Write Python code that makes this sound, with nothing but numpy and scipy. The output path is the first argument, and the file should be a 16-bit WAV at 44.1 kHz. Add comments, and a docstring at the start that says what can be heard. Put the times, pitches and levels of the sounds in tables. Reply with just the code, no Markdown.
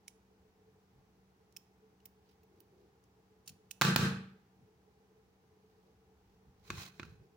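"""Small, sharp ticks sound close by in a quiet, bare lab: steel pliers bend a thin wire, which sticks
and slips in the jaws while fingers rub faintly. Something hard knocks on the metal bench below; its
modes ring and the room booms. Later a thing is set down, slid along with a swish and bumped to a stop.
Ventilation hums underneath, and the limiter of a nearby phone ducks the loud knocks."""
import sys
import numpy as np
from scipy import signal
from scipy.fft import rfft, irfft, next_fast_len
from scipy.io import wavfile
from scipy.ndimage import uniform_filter1d, minimum_filter1d

SR = 44100
rng = np.random.default_rng(int(sys.argv[2]) if len(sys.argv) > 2 else 0)


def master_out(mix):
    """Clip the mix to full scale and print it as 16-bit PCM to the path in sys.argv[1]."""
    frames = np.transpose(np.atleast_2d(mix))
    ceiling = np.clip(frames, -1, 1)
    pcm = np.round(ceiling * 32767).astype(np.int16)
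    wavfile.write(sys.argv[1], SR, pcm)


N = 324854
TIME, FREQ = np.arange(N) / SR, np.fft.rfftfreq(N, 1 / SR)

# slips of the wire: t/s, level/dB, second catch/dB, decay time/s, slipping leg f/Hz, other leg f/Hz,
# ping/dB, microphone port ring/dB, left minus right/dB
SLIPS = [(0.0802, -38, -22, 0.0028, 2240, 9350, 8, 1, -5.5),
         (1.5248, -60.5, -20, 0.0011, 4300, 5400, 10, 1, -9),
         (1.5654, -46, 8, 0.0019, 5250, 2570, 15, 7, -5.5),
         (2.003, -70, -5, 0.0022, 2900, 4170, 17, -5, -4),
         (2.0562, -46.5, -4.5, 0.0016, 10700, 2240, 8, 16, -4),
         (2.432, -69, -7, .003, 2660, 4300, 13, 15, -4),
         (2.604, -54.5, -24, 0.0011, 10940, 4380, 14, 19, -8), (3.039, -62, -9, 0.002, 6450, 4900, 6, 1, 1),
         (3.4595, -63, 1, 0.011, 9300, 2650, 3, 0, -1), (3.4766, -38.5, -3, 0.0038, 4470, 2700, 7.5, 5, -2),
         (3.4925, -45.5, 0, .004, 4462, 2620, 9, 4, 1),
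         (3.711, -33, -4.5, .0022, 2630, 10940, 6.5, 1.5, -6.5)]
# resonances of pliers and wire: f/Hz, bandwidth/Hz, level/dB
PLIER_MODES = [(2970, 500, 0), (3980, 390, 0), (5590, 630, 4), (7020, 470, 4), (9250, 1400, 0),
               (11000, 830, -1)]
# blows on the bench: t/s, level/dB, contact corner f/Hz, thud/dB, boom/dB, room and sheet/dB,
# ring of the dragged thing (0-1)
BLOWS = [(3.813, -1.5, 18100, 1, 6.5, -3.5, 0.1), (3.8189, 4, 14400, 1, -2, 2, 0),
         (3.85, -8.5, 12030, -15, 4, -3, 0.2), (3.961, 8, 18160, 5, 2, -2.5, 0),
         (3.9825, -14, 9030, -4.5, -11.5, -17, 0.1), (6.7031, -19.5, 8930, 7, -4.5, -3, 0.88),
         (6.781, -32.5, 5500, -11, 8, 7.5, .8), (6.9969, -24, 4110, 9, -5.5, -6, 1),
         (7.0309, -29.5, 3930, 8.5, 1, -6, 0.4), (7.052, -44, 16100, 16, 13, -5, .3)]
# spectrum of a blow: f/Hz, level/dB
BLOW_SPECTRUM = [(20, -45.5), (45, -34), (70, -11.5), (150, 1.5), (330, -4), (650, -8.5), (950, -5.5),
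                 (1400, 2.5), (2000, -7.5), (2500, -6), (3100, -9), (4200, -9), (6500, -12.5),
                 (9000, -20.5), (13500, -21), (15000, -12.5)]
# low modes of the bench: f/Hz, level/dB, T60/s
BENCH_MODES = [(87, -15, 0.39), (111.3, -7.5, 0.47), (138.4, -3, .52), (166.4, -3, 0.46),
               (191.4, -3.5, .66), (223.2, -8.5, .5), (301.7, -14.5, 0.1), (351, -16.5, 0.45),
               (453.7, -13.5, 0.54)]
# modes of the bench's metal sheet: f/Hz, level/dB, T60/s
SHEET_MODES = [(820, -8, 0.75), (1153, -1.5, .35), (1257, -3.5, 0.33), (1474, 1.5, .42), (1595, -3.5, .4),
               (1620, 0, 0.53), (1725, -5.5, 0.53), (2470, -6, 0.28), (3480, -9.5, .62), (3750, -4.5, 0.35),
               (4150, -5.5, 0.22)]
# shoves along the bench: t/s, duration/s, level/dB
SHOVE_EVENTS = [(6.619, 0.16, -62), (6.716, .2, -49.5), (6.797, 0.42, -69.5)]
# spectrum of sliding friction: f/Hz, level/dB
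SWISH_SPECTRUM = [(100, -19), (450, -14), (720, -9.5), (1100, -8.5), (1800, -8), (2500, -9.5), (3600, -6.5),
                  (6200, -9.5), (8500, -18), (13500, -20), (15000, -12.5)]
# resonances of the dragged thing: f/Hz, bandwidth/Hz, lift/dB
OBJECT_MODES = [(347, 80, 9.5), (1090.6, 100, 4.5), (1496, 91, 4), (2110, 110, 6.5), (2514, 300, 10),
                (4100, 400, 4.5), (6465, 430, 4)]
# weight settling on the bench: t/s, time under load/s, level/dB
LOAD_EVENTS = [(6.691, 0.1, -46.5), (6.97, 0.283, -53)]
# spectrum of the bench's rumble: f/Hz, level/dB
RUMBLE_SPECTRUM = [(25, -38.5), (60, 1), (115, 4.5), (170, 4.5), (260, -45), (800, -58)]
# fingers on wire and handles: peak t/s, half duration/s, hiss/dB, dull rub/dB, dull rub f/Hz
FINGER_RUBS = [(0.452, .09, -100, -76, 70), (0.992, 0.036, -95, -65.5, 84), (2.3, 0.04, -76.5, -80, 300),
               (2.58, 0.069, -85, -66.5, 360), (2.8, 0.085, -87, -65, 396), (3.52, 0.031, -77, -60.5, 135),
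               (4.623, 0.035, -101.5, -63, 142), (5.884, 0.036, -97.5, -64.5, 420),
               (5.801, .2, -88.5, -81, 100.1), (6.298, 0.092, -87, -71.5, 69.8),
               (6.488, .02, -98.5, -62.5, 75), (6.63, 0.074, -84.5, -65.5, 70.6),
               (7.236, 0.039, -89, -67, 395)]
# spectrum of skin on steel: f/Hz, level/dB
SKIN_SPECTRUM = [(800, -18), (2800, 3), (5000, 5), (8000, -10), (13000, -8), (15000, -2)]
# reverberation bands: f/Hz, level/dB, T60/s
ROOM_BANDS = [(60.3, 6.5, 0.73), (154, -1, 0.55), (394, 2.5, 0.52), (804, 0, .44), (1580, -0.5, 0.54),
              (3167, 1.5, 0.48), (6297, 2.5, .37), (10015, 2, 0.37), (15000, 1.5, 0.24)]
# spectrum of the background air: f/Hz, level/dB
AIR_SPECTRUM = [(20, -25), (40, -22.5), (65, 0.5), (130, -2), (260, -9), (380, -8), (580, -18),
                (1000, -16.5), (2000, -22), (3500, -27), (6000, -28), (8500, -35.5), (13000, -36),
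                (15200, -31.5)]
# room resonances driven by the air: f/Hz, bandwidth/Hz, lift/dB
ROOM_MODES = [(187, 14, 7), (442.2, 86, 6.4), (795, 160, 9)]
# direct sound at the two microphones: f/Hz, correlation
DIRECT_COHERENCE = [(100, 0.97), (400, 0.96), (1400, 0.65), (3000, 0.14), (7000, 0.16), (15000, .05)]
# echoes at the two microphones: f/Hz, correlation
ECHO_COHERENCE = [(50, 0.97), (150, 0.87), (380, 0.54), (700, 1), (1400, 0), (3000, 0)]
# steady noise at the two microphones: f/Hz, correlation
STEADY_COHERENCE = [(50, 1), (200, .89), (380, .9), (700, 0.72), (1400, 0.066)]


def wire_ticks(creep_s=0.0045, creep_db=-16, catch_gap_s=0.0036, echo_db=-23, echo_s=0.016):
    """Stick-slip friction: two bursts of tiny catches ring the pliers; release plucks the wire's legs."""
    size, low_cut_hz, ping_width_hz, other_leg_db = 4096, 1200, 130, -6.5
    out, t, f = np.zeros((2, N)), TIME[:size], np.fft.rfftfreq(size, 1 / SR)
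    body = sum((-1) ** k * undb(db) * resonance(f, hz, width)
               for k, (hz, width, db) in enumerate(PLIER_MODES))
    radiation = resonance(f, low_cut_hz, low_cut_hz) * 1j * f / low_cut_hz  # small parts radiate no bass
    creep = np.where(t < creep_s, undb(creep_db) * t / creep_s, 1)
    bench_echo = undb(echo_db) * np.exp(-(t - creep_s) / echo_s) * (t > creep_s)
    for s, db, second_db, fade_s, leg_hz, other_hz, ping_db, port_db, pan_db in SLIPS:
        # the wire creeps, lets go and catches once more; a short echo off the bench follows
        slip = creep * np.exp(-np.maximum(t - creep_s, 0) / fade_s)
        grip = np.hypot(slip, undb(second_db) * np.interp(t - catch_gap_s, t, slip))
        catches = rfft(stereo_noise(size, DIRECT_COHERENCE) * np.hypot(grip, bench_echo))
        pluck = undb(ping_db) * np.linalg.norm(grip) * np.exp(-2j * np.pi * f * creep_s)
        leg = resonance(f, leg_hz, ping_width_hz)
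        other_leg = undb(other_leg_db) * resonance(f, other_hz, ping_width_hz)
        # the microphone port adds a thin ring of its own, stronger on the right
        mic_port_ring = undb(port_db) * pan(db=-4) * resonance(f, hz=14900, width_hz=550)
        tick = irfft(radiation * (catches * (body + mic_port_ring) + pluck * (leg + other_leg)))
        add(out, s - creep_s, undb(db) * pan(pan_db) * tick)
    return out


def bench_knocks(size=4096, clatter_db=-1, push_db=9, thud_hz=450):
    """Impact excitation: a push and a brief clatter set the bench's modes ringing; the room answers."""
    direct, to_room = np.zeros((2, 2, N))
    t, f = TIME[:size], np.fft.rfftfreq(size, 1 / SR)
    bass = 1 / (1 + (f / thud_hz) ** 4)
    push, bass_cut = undb(push_db) * minimum_phase(6 * bass), minimum_phase(-24 * bass)
    boom = undb(-29.5) * ringing(BENCH_MODES, swell_s=0.036)
    sheet = undb(-45.5) * ringing(SHEET_MODES, swell_s=0.0026)
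    for s, db, contact_hz, thud_db, boom_db, room_db, ring in BLOWS:
        # a softer contact clatters longer and loses treble; a heavier thing adds thud
        clatter_s = 0.0031 * (10016 / contact_hz) ** 0.2
        treble_loss_db = 10 * np.log10(1 + (f / contact_hz) ** 4)
        colour_db = curve(BLOW_SPECTRUM, f) + ring * lift(OBJECT_MODES, f) + thud_db * bass
        blow = undb(db) * minimum_phase(colour_db - treble_loss_db)
        clatter = undb(clatter_db) * rfft(stereo_noise(size, DIRECT_COHERENCE) * np.exp(-t / clatter_s))
        add(direct, s, pan(db=-1.5) * irfft(blow * (clatter * bass_cut - push)))
        add(direct, s, undb(db) * (undb(boom_db) * boom + undb(room_db) * sheet))
        add(to_room, s, undb(room_db + push_db) * 2 * irfft(blow))
    return direct + undb(-3.5) * pan(db=-1) * reverberation(to_room, build_s=0.004)


def sliding_object(grain_db=1.5):
    """Sliding friction: each shove makes a grainy swish; the bench rumbles where the weight settles."""
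    sliding = sum(undb(db) * shove(s, length_s) for s, length_s, db in SHOVE_EVENTS)
    loading = sum(undb(db) * load(s, hold_s) for s, hold_s, db in LOAD_EVENTS)
    friction = hiss(curve(SWISH_SPECTRUM) + lift(OBJECT_MODES) + ripple(FREQ))
    swish = friction * sliding * undb(grain_db * wander(rate_hz=180))
    rumble = hiss(curve(RUMBLE_SPECTRUM)) * loading
    return swish * pan(db=-4) + rumble


def shove(start_s, length_s, speed_power=1.44):
    """Friction noise grows as a power of speed, which here rises and falls in half a sine."""
    speed = np.sin(np.pi * np.clip((TIME - start_s) / length_s, 0, 1))
    return abs(speed) ** speed_power


def load(start_s, hold_s, attack_s=0.024, sag_db_per_s=33, release_s=0.032):
    """Envelope of forced vibration: it swells, sags while the weight settles, then dies away."""
    age = np.maximum(TIME - start_s, 0)
    release = np.exp(-np.maximum(age - hold_s, 0) / release_s)
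    return np.minimum(age / attack_s, 1) * undb(-sag_db_per_s * age) * release


def finger_rubs(grain_db=4):
    """Friction of skin on steel gives a faint hiss and a dull rub as the grip changes."""
    skin = hiss(curve(SKIN_SPECTRUM)) * undb(grain_db * wander(rate_hz=200)) * pan(db=-4.5)
    out = np.zeros((2, N))
    for s, half_s, hiss_db, dull_db, hz in FINGER_RUBS:
        stroke = np.exp(-((TIME - s) / half_s) ** 2)
        out += stroke * (undb(hiss_db) * skin + undb(dull_db) * narrow_noise(hz, width_hz=110))
    return out


def reverberation(x, build_s):
    """A diffuse field builds up, then decays exponentially, the treble first."""
    t, f = TIME[:SR], np.fft.rfftfreq(SR, 1 / SR)
    echoes = rfft(stereo_noise(SR, ECHO_COHERENCE)) * undb(ripple(f))
    centres = [row[0] for row in ROOM_BANDS]
    response = np.zeros((2, SR))
    for weights, (_, db, t60) in zip(np.eye(len(centres)), ROOM_BANDS):
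        band = irfft(echoes * curve(list(zip(centres, weights)), f), SR)
        response += undb(db) * band * decay(t, t60)
    response *= 1 - np.exp(-(t / build_s) ** 2)
    response /= np.sqrt(np.sum(response ** 2) / 2)
    return signal.fftconvolve(x, response, axes=1)[:, :N]


def ventilation(fan_hz=190.8, fan_db=-73.5, drone_db=-75.5, throb_db=4, air_db=-69.5):
    """Broadband air noise drives room resonances, beside a wavering fan tone and a throbbing drone."""
    phase = 2 * np.pi * fan_hz * TIME + 0.35 * wander(rate_hz=3.8)
    fan = np.sin(phase) * undb(fan_db + 0.73 * wander(rate_hz=7.2))
    drone = narrow_noise(hz=436.4, width_hz=32) * undb(drone_db + throb_db * wander(rate_hz=21))
    rush = hiss(curve(AIR_SPECTRUM) + lift(ROOM_MODES)) * undb(air_db)
    return (rush + fan + drone) * pan(db=-0.2)


def ringing(modes, swell_s):
    """Modal superposition: damped partials build up and beat against each other."""
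    t = TIME[:SR]
    partials = sum(undb(db) * np.sin(2 * np.pi * hz * t) * decay(t, t60) for hz, db, t60 in modes)
    return partials * (1 - np.exp(-(t / swell_s) ** 2))


def decay(t, t60):
    """Exponential damping: 60 dB lost in each T60."""
    return np.exp(-np.log(1000) * t / t60)


def resonance(f, hz, width_hz):
    """Response of a damped resonator, gain 1 at its centre."""
    return 1j * f * width_hz / (hz ** 2 - f ** 2 + 1j * f * width_hz)


def lift(modes, f=FREQ):
    """Resonances raise a spectrum around their centres (dB)."""
    return sum(db * abs(resonance(f, hz, width)) ** 2 for hz, width, db in modes)


def ripple(f, spacing_hz=55, depth_db=3):
    """Modal overlap: countless weak resonances of metal make a spectrum uneven above the bass (dB)."""
    knots = rng.standard_normal(4096)
    return depth_db * np.interp(f / spacing_hz, np.arange(len(knots)), knots) * np.minimum(f / 1200, 1)


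def minimum_phase(db):
    """Causal response for a dB curve: nothing sounds before the hit."""
    cepstrum = irfft(np.log(undb(db)))
    half = len(cepstrum) // 2
    cepstrum[1:half] *= 2
    cepstrum[half + 1:] = 0
    return np.exp(rfft(cepstrum))


def stereo_noise(size, coherence):
    """Spatial coherence: white noise at two microphones, alike in the bass and hardly so in the treble."""
    correlation = np.clip(curve(coherence, np.fft.rfftfreq(size, 1 / SR)), -1, 1)
    mid, side = rfft(rng.standard_normal((2, size)))
    mid *= np.sqrt((1 + correlation) / 2)
    side *= np.sqrt((1 - correlation) / 2)
    return irfft([mid + side, mid - side], size)


def hiss(db, lag_s=0.0002):
    """Filtered noise of rms 1 that reaches the right microphone first."""
    size = next_fast_len(N, real=True)
    gain = undb(np.interp(np.fft.rfftfreq(size, 1 / SR), FREQ, db))
    x = irfft(rfft(stereo_noise(size, STEADY_COHERENCE)) * gain, size)[:, :N]
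    x[0] = np.roll(x[0], int(lag_s * SR))
    return x / x.std()


def narrow_noise(hz, width_hz):
    """Two equal resonators in cascade hold noise in a steep-sided band."""
    return hiss(40 * np.log10(abs(resonance(FREQ + 1, hz, width_hz))))


def wander(rate_hz):
    """Random modulation with a standard deviation of 1."""
    step = int(SR / rate_hz)
    x = uniform_filter1d(np.repeat(rng.standard_normal(N // step + 1), step), step)[:N]
    return x / x.std()


def curve(points, f=FREQ):
    """Interpolation of (f/Hz, value) points on a log-frequency axis."""
    hz, value = np.transpose(points)
    return np.interp(np.log(f + 1), np.log(hz), value)


def undb(db):
    """Amplitude ratio for a level in dB."""
    return 10 ** (np.asarray(db) / 20)


def pan(db):
    """Channel gains for a level difference, left minus right."""
    return undb(np.array([[db], [-db]]) / 2)


def add(out, s, x):
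    """Superpose a sound on both channels at time s."""
    i = int(s * SR)
    out[:, i:i + x.shape[-1]] += x[..., :N - i]


def scene():
    """Direct and diffuse sound add: close ticks are nearly dry; blows on the bench fill the room."""
    ticks = wire_ticks()
    tick_echoes = undb(-17.5) * reverberation(ticks, build_s=0.003)
    return ticks + tick_echoes + bench_knocks() + sliding_object() + finger_rubs() + ventilation()


def record(dry, ceiling_db=-19.5, release_db_per_s=125, look_s=0.0029, cutoff_hz=15900):
    """Look-ahead limiting: gain drops on loud knocks and recovers in their tails; the top is cut."""
    window = 2 * int(look_s * SR) + 1
    power = uniform_filter1d(dry ** 2, window, axis=1).max(axis=0)
    over_db = np.maximum(10 * np.log10(abs(power) + 1e-18) - ceiling_db, 0)
    recovery_db = release_db_per_s * TIME
    duck_db = recovery_db - np.maximum.accumulate(over_db + recovery_db)
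    gain = undb(uniform_filter1d(minimum_filter1d(duck_db, window), window))
    lowpass = signal.ellip(8, 0.2, 70, cutoff_hz, fs=SR, output="sos")
    return signal.sosfilt(lowpass, dry * gain)


dry = scene()
out = record(dry)
master_out(out)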